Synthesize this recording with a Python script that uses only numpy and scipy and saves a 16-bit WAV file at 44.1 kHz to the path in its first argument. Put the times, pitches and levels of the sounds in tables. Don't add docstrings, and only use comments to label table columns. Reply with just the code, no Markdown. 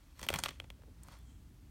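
import sys
import numpy as np
from scipy import signal
from scipy.fft import rfft, irfft, next_fast_len
from scipy.io import wavfile

SR = 44100
rng = np.random.default_rng(int(sys.argv[2]) if len(sys.argv) > 2 else 0)


def wav_out(sig):
    wavfile.write(sys.argv[1], SR, np.round(np.clip(np.atleast_2d(sig).T, -1, 1) * 32767).astype(np.int16))


N = 74970

# frequency_hz, level_db
ROOM_COLOUR = [(13, -57), (22, -40), (39, -4.5), (64, 0.5), (136, -26.5), (169, -15.5), (189, -35.5),
               (223, -24), (294, -19), (347, -34.5), (409, -38), (636, -35.5), (1380, -38), (1490, -37.5),
               (1810, -39.5), (9480, -45), (16000, -48)]
# time_s, level_db
FUR_LEVELS = [(.15, -74.5), (.18, -65), (.21, -57), (.228, -62.5), (.248, -50.5), (.262, -63), (.28, -62.5),
              (.32, -53), (.37, -56), (.42, -66.5), (.455, -43), (.48, -69), (.53, -78), (.6, -83)]
# frequency_hz, level_db
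FUR_COLOUR = [(100, 3), (400, -0.5), (1100, 3), (3000, -2), (6500, -5), (9000, -8.5), (10500, -14),
              (12500, -3.5), (16000, -40)]
# time_s, level_db
AIR_LEVELS = [(.17, -68), (.245, -50.5), (.28, -54.5), (.32, -52.5), (.35, -39.5), (.38, -50.5),
              (.415, -50.5), (.5, -57.5), (.56, -60.5)]
# frequency_hz, level_db
AIR_COLOUR = [(30, -25), (80, 8), (180, -2.5), (300, -8), (700, -29.5), (2000, -49)]
# pitch_hz, width_hz, level_db
CONE_MODES = [(563, 54, 3.5), (913, 165, -2), (1100, 115, -0.5), (1402, 64, -0.5), (2035, 104, 1),
              (2365, 120, 0), (2580, 65, -2), (3304, 190, 3.5), (4340, 320, 2), (5470, 230, 0),
              (6240, 260, -0.5), (8300, 320, -1.5), (9180, 420, 2), (14100, 650, 6.5)]
# start_s, level_db, thump_db, body_db, snap_db, fizz_db, ring_db, travel_ms, echo_ms
# thump to fizz are relative to the clack band, ring to the first wave; travel is for a 1 kHz wave
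CONE_KNOCKS = [ (0.1933, -26, -9, 10, 1, -11, 4, 1.5, .6),
               (0.2144, -20.5, 8.5, -0.5, -7, -11, -11, 3.2, 1.3),
               (0.229, -15, 2.5, 1.5, -3.5, -16.5, 3.5, 2.3, 0.4),
               (0.239, -22.5, 0, 0, -1, -6, -11, 0.81, 0.75),
               (0.2663, -18.5, 5.5, 1.5, -13, -8, -4, 1.67, 0.73),
               (0.2876, 4.5, -23, -8.5, -17, -19, -4.5, 1.616, 1.14),
               (0.2886, -1, -4, -6.5, -13.5, -20.5, 12, 1.753, 0.535),
               (.303, -9.5, 14.5, 3, -8.5, -12, -5.5, 1.196, 1),
               (.3291, -13, 7.5, 3, -13, -24, -10, 2.254, 1.02),
               (.3391, -3.5, -0.5, 2, -9.5, -10.5, -0.5, 2.4, 0.31),
               (.347, -14, 8, 0, -14, -12, -4, 1.52, 0.52), (0.3508, -13.5, 7.5, 3, -16, -17, 3, 0.955, .6),
               (0.3588, -7, -4, 0.5, -7.5, -16, 0, 2.6, 0.605),
               (.3848, -17.5, -1, 9, -15, -27, 11, 1.515, 0.96),
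               (0.3887, -12.5, 5.5, 10, 6, -8, 1, 1.02, 0.366),
               (0.4006, -20.5, -9, -2, -2.5, -15, -2, 1.43, .7),
               (0.4375, -0.5, -6.5, -4, -6, -15.5, -2, 0.614, 0.5),
               (.4585, -1.5, -6, -1, -16, -26, 2.5, 2.2, 0.545),
               (.485, -15.5, -5, 8, -4.5, -17, -2.5, 2.42, 0.25),
               (0.4902, -7, -2, -16, -11, -26, -8.5, 1.55, 1.8),
               (0.5059, -20, 1.5, -0.5, -18, -16, 7, 2.56, 0.66),
               (0.6006, -4.5, -7.5, -10.5, -22.5, -30, -13, 1.6, 1.08),
               (.6172, -36.5, 14.5, 2, -18, -22, -5, 3.4, 0.74),
               (0.6413, -28, 8.5, 0.5, -12, -27, 4, 2, 1.25),
               (0.7025, -12.5, -3.5, -10, -18, -24.5, -10.5, 2.18, 0.642),
               (0.8211, -41, 12, 11.5, -8, -18, -8, 0.67, 0.92),
               (0.8347, -39, 17, 9, -16, -19, -9, 2.4, 0.33),
               (1.0347, -43.5, 10, 8, 21, 6.5, -3.5, 0.82, 0.16),
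               (1.0448, -46.5, 10, 19, -7, -10.5, 3, 4, .5), (1.0851, -35, 9, 18.5, 2, -6, -10, 1.7, 0.5)]
# frequency_hz, decay_s
SHEET_DECAY = [(300, 0.021), (1000, 0.039), (3000, 0.011), (8000, 0.029), (15000, 0.012)]
# frequency_hz, decay_s
ROOM_DECAY = [(200, 0.083), (1000, 0.33), (3200, 0.27), (8000, 0.39), (15000, 0.095)]
# peak_s, level_db
CARPET_BUMPS = [(0.792, -62.5), (0.871, -62.5), (0.885, -57)]
# frequency_hz, level_db
CARPET_COLOUR = [(80, -6), (300, 11.5), (650, 8), (1100, -17), (4000, -21), (12000, -54)]
# peak_s, level_db, rise_s, fall_s
RIM_SCRAPES = [(1.136, -59.5, 0.092, 0.049), (1.3, -77.5, 0.074, 0.051)]
# frequency_hz, level_db
RIM_COLOUR = [(150, -4), (500, -2.5), (800, 2), (1100, 3), (1600, 0), (3000, -8), (4500, -6), (7000, -10.5),
              (10000, -16), (16000, -26)]
# peak_s, level_db
SHEET_CRACKLES = [(1.070, -67), (1.077, -65), (1.121, -63), (1.188, -64)]
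# frequency_hz, level_db
SHEET_CRACKLE_COLOUR = [(2000, -30), (5500, -9), (9500, -1), (12500, 2), (16000, -9)]
# peak_s, level_db, pitch_hz, width_hz, rise_and_fall_s
PLASTIC_SQUEAKS = [(1.204, -75, 3400, 350, 0.028), (1.295, -75.5, 3200, 180, 0.06),
                   (1.3, -75.5, 7550, 2000, 0.11)]

BASS_HZ, THUMP_HZ, BODY_HZ, CLACK_HZ = 147, 520, 1180, 3130
WAIST_HZ, SNAP_HZ, FIZZ_HZ = 4820, 7500, 13700
BASS_DB, WAIST_DB = -4, 1.5
SHEET_DB, REVERB_DB = 2, -12.5
RIM_ECHO, TINT = 0.44, 0.25
LEAD_S = 0.00065


def amp(db):
    return 10 ** (np.asarray(db) / 20)


def unit(x):
    return x / np.sqrt(np.mean(x ** 2) + 1e-20)


def along(points, hz):
    frequencies, values = np.transpose(points)
    return np.interp(np.log(hz + 1), np.log(frequencies + 1), values)


def level(rows):
    return amp(np.interp(np.arange(N) / SR, *np.transpose(rows)))


def swell(peak_s, rise_s, fall_s, fade_db=10.5):
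    t = np.arange(N) / SR - peak_s
    return amp(-fade_db * np.abs(t / np.where(t < 0, rise_s, fall_s)))


def filtered(x, response):
    size = next_fast_len(N + SR // 2)
    return irfft(rfft(x, size) * response(np.fft.rfftfreq(size, 1 / SR)), size)[:N]


def noise(colour):
    return unit(filtered(rng.standard_normal(N), lambda hz: amp(along(colour, hz))))


def causal(gain):
    cepstrum = irfft(np.log(np.maximum(gain, 1e-6)))
    half = len(cepstrum) // 2
    cepstrum[1:half] *= 2
    cepstrum[half + 1:] = 0
    return np.exp(rfft(cepstrum))


def tail(decays, rise_s, size):
    hz, t, grains = signal.stft(rng.standard_normal(size), SR, nperseg=64)
    envelope = amp(-60 * t / along(decays, hz)[:, None]) * (1 - np.exp(-t / rise_s))
    envelope /= np.sqrt(np.mean(envelope ** 2, axis=1, keepdims=True) * size)
    return rfft(signal.istft(grains * envelope, SR)[1], size)


def resonance(hz, pitch_hz, width_hz):
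    return 1 / (1 + (2 * (hz - pitch_hz) / width_hz) ** 2)


def cone_gain(hz, broadband_db=-3.5):
    power = sum(amp(db) ** 2 * resonance(hz, pitch, width) for pitch, width, db in CONE_MODES)
    return unit(np.sqrt(power + amp(broadband_db) ** 2))


def friction(colour, slips_per_s, spread_db, hiss):
    slips = (rng.random(N) < slips_per_s / SR) * rng.choice([-1, 1], N)
    sizes = amp(spread_db * rng.standard_normal(N))
    drive = unit(slips * sizes) + hiss * rng.standard_normal(N)
    return unit(filtered(drive, lambda hz: amp(along(colour, hz)) * cone_gain(hz)))


def room_tone(noise_db=-58, hum_hz=60.4, hum_db=-64.5):
    hum = np.sqrt(2) * np.sin(2 * np.pi * (hum_hz * np.arange(N) / SR + rng.random()))
    return amp(noise_db) * noise(ROOM_COLOUR) + amp(hum_db) * hum


def fur_rub():
    return level(FUR_LEVELS) * friction(FUR_COLOUR, slips_per_s=2000, spread_db=3.5, hiss=1.0)


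def fanned_air():
    return level(AIR_LEVELS) * noise(AIR_COLOUR)


def cone_knocks(size=16384):
    out = np.zeros(N + size)
    hz = np.fft.rfftfreq(size, 1 / SR)
    modes = cone_gain(hz)
    ringing, tint = causal(modes), causal(modes ** TINT)
    for start_s, level_db, thump, body, snap, fizz, ring_db, travel_ms, echo_ms in CONE_KNOCKS:
        colour = [(BASS_HZ / 2, thump + 2 * BASS_DB), (BASS_HZ, thump + BASS_DB), (THUMP_HZ, thump),
                  (BODY_HZ, body), (CLACK_HZ, 0), (WAIST_HZ, min(snap, 0) + WAIST_DB),
                  (SNAP_HZ, snap), (FIZZ_HZ, fizz)]
        contact = causal(amp(along(colour, hz)))
        bending = np.exp(-4j * np.pi * travel_ms * np.sqrt(hz / 1000))
        echo = np.exp(-2j * np.pi * hz * echo_ms / 1000)
        first_wave = tint * (1 - RIM_ECHO * echo) / np.hypot(1, RIM_ECHO)
        sheet = amp(SHEET_DB) * tail(SHEET_DECAY, rise_s=0.00031, size=size)
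        room = amp(REVERB_DB) * tail(ROOM_DECAY, rise_s=0.016, size=size)
        ring = amp(ring_db)
        response = (first_wave + ring * ringing * (sheet + room)) / np.hypot(1, ring)
        knock = irfft(contact * bending * response)[:size * 3 // 4]
        onset = round((start_s - LEAD_S) * SR)
        out[onset:onset + len(knock)] += amp(level_db) * knock
    return out[:N]


def carpet_bumps():
    envelope = sum(amp(db) * swell(peak_s, rise_s=0.003, fall_s=0.0072) for peak_s, db in CARPET_BUMPS)
    return envelope * noise(CARPET_COLOUR)


def rim_scrapes():
    strokes = sum(amp(db) * swell(peak_s, rise, fall) for peak_s, db, rise, fall in RIM_SCRAPES)
    return strokes * friction(RIM_COLOUR, slips_per_s=2200, spread_db=1, hiss=0.79)


def sheet_crackles():
    envelope = sum(amp(db) * swell(peak_s, rise_s=0.001, fall_s=0.0028) for peak_s, db in SHEET_CRACKLES)
    return envelope * noise(SHEET_CRACKLE_COLOUR)


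def plastic_squeaks():
    out = np.zeros(N)
    for peak_s, level_db, pitch_hz, width_hz, fade_s in PLASTIC_SQUEAKS:
        band = filtered(rng.standard_normal(N), lambda hz: resonance(hz, pitch_hz, width_hz))
        out += amp(level_db) * swell(peak_s, fade_s, fade_s) * unit(band)
    return out


def scene():
    shake = cone_knocks() + fur_rub() + fanned_air()
    settling = rim_scrapes() + plastic_squeaks() + carpet_bumps()
    return (shake + settling + room_tone() + sheet_crackles())[None]


def record(dry, top_hz=16100):
    return np.array([filtered(channel, lambda hz: hz < top_hz) for channel in dry])


dry = scene()
out = record(dry)
wav_out(out)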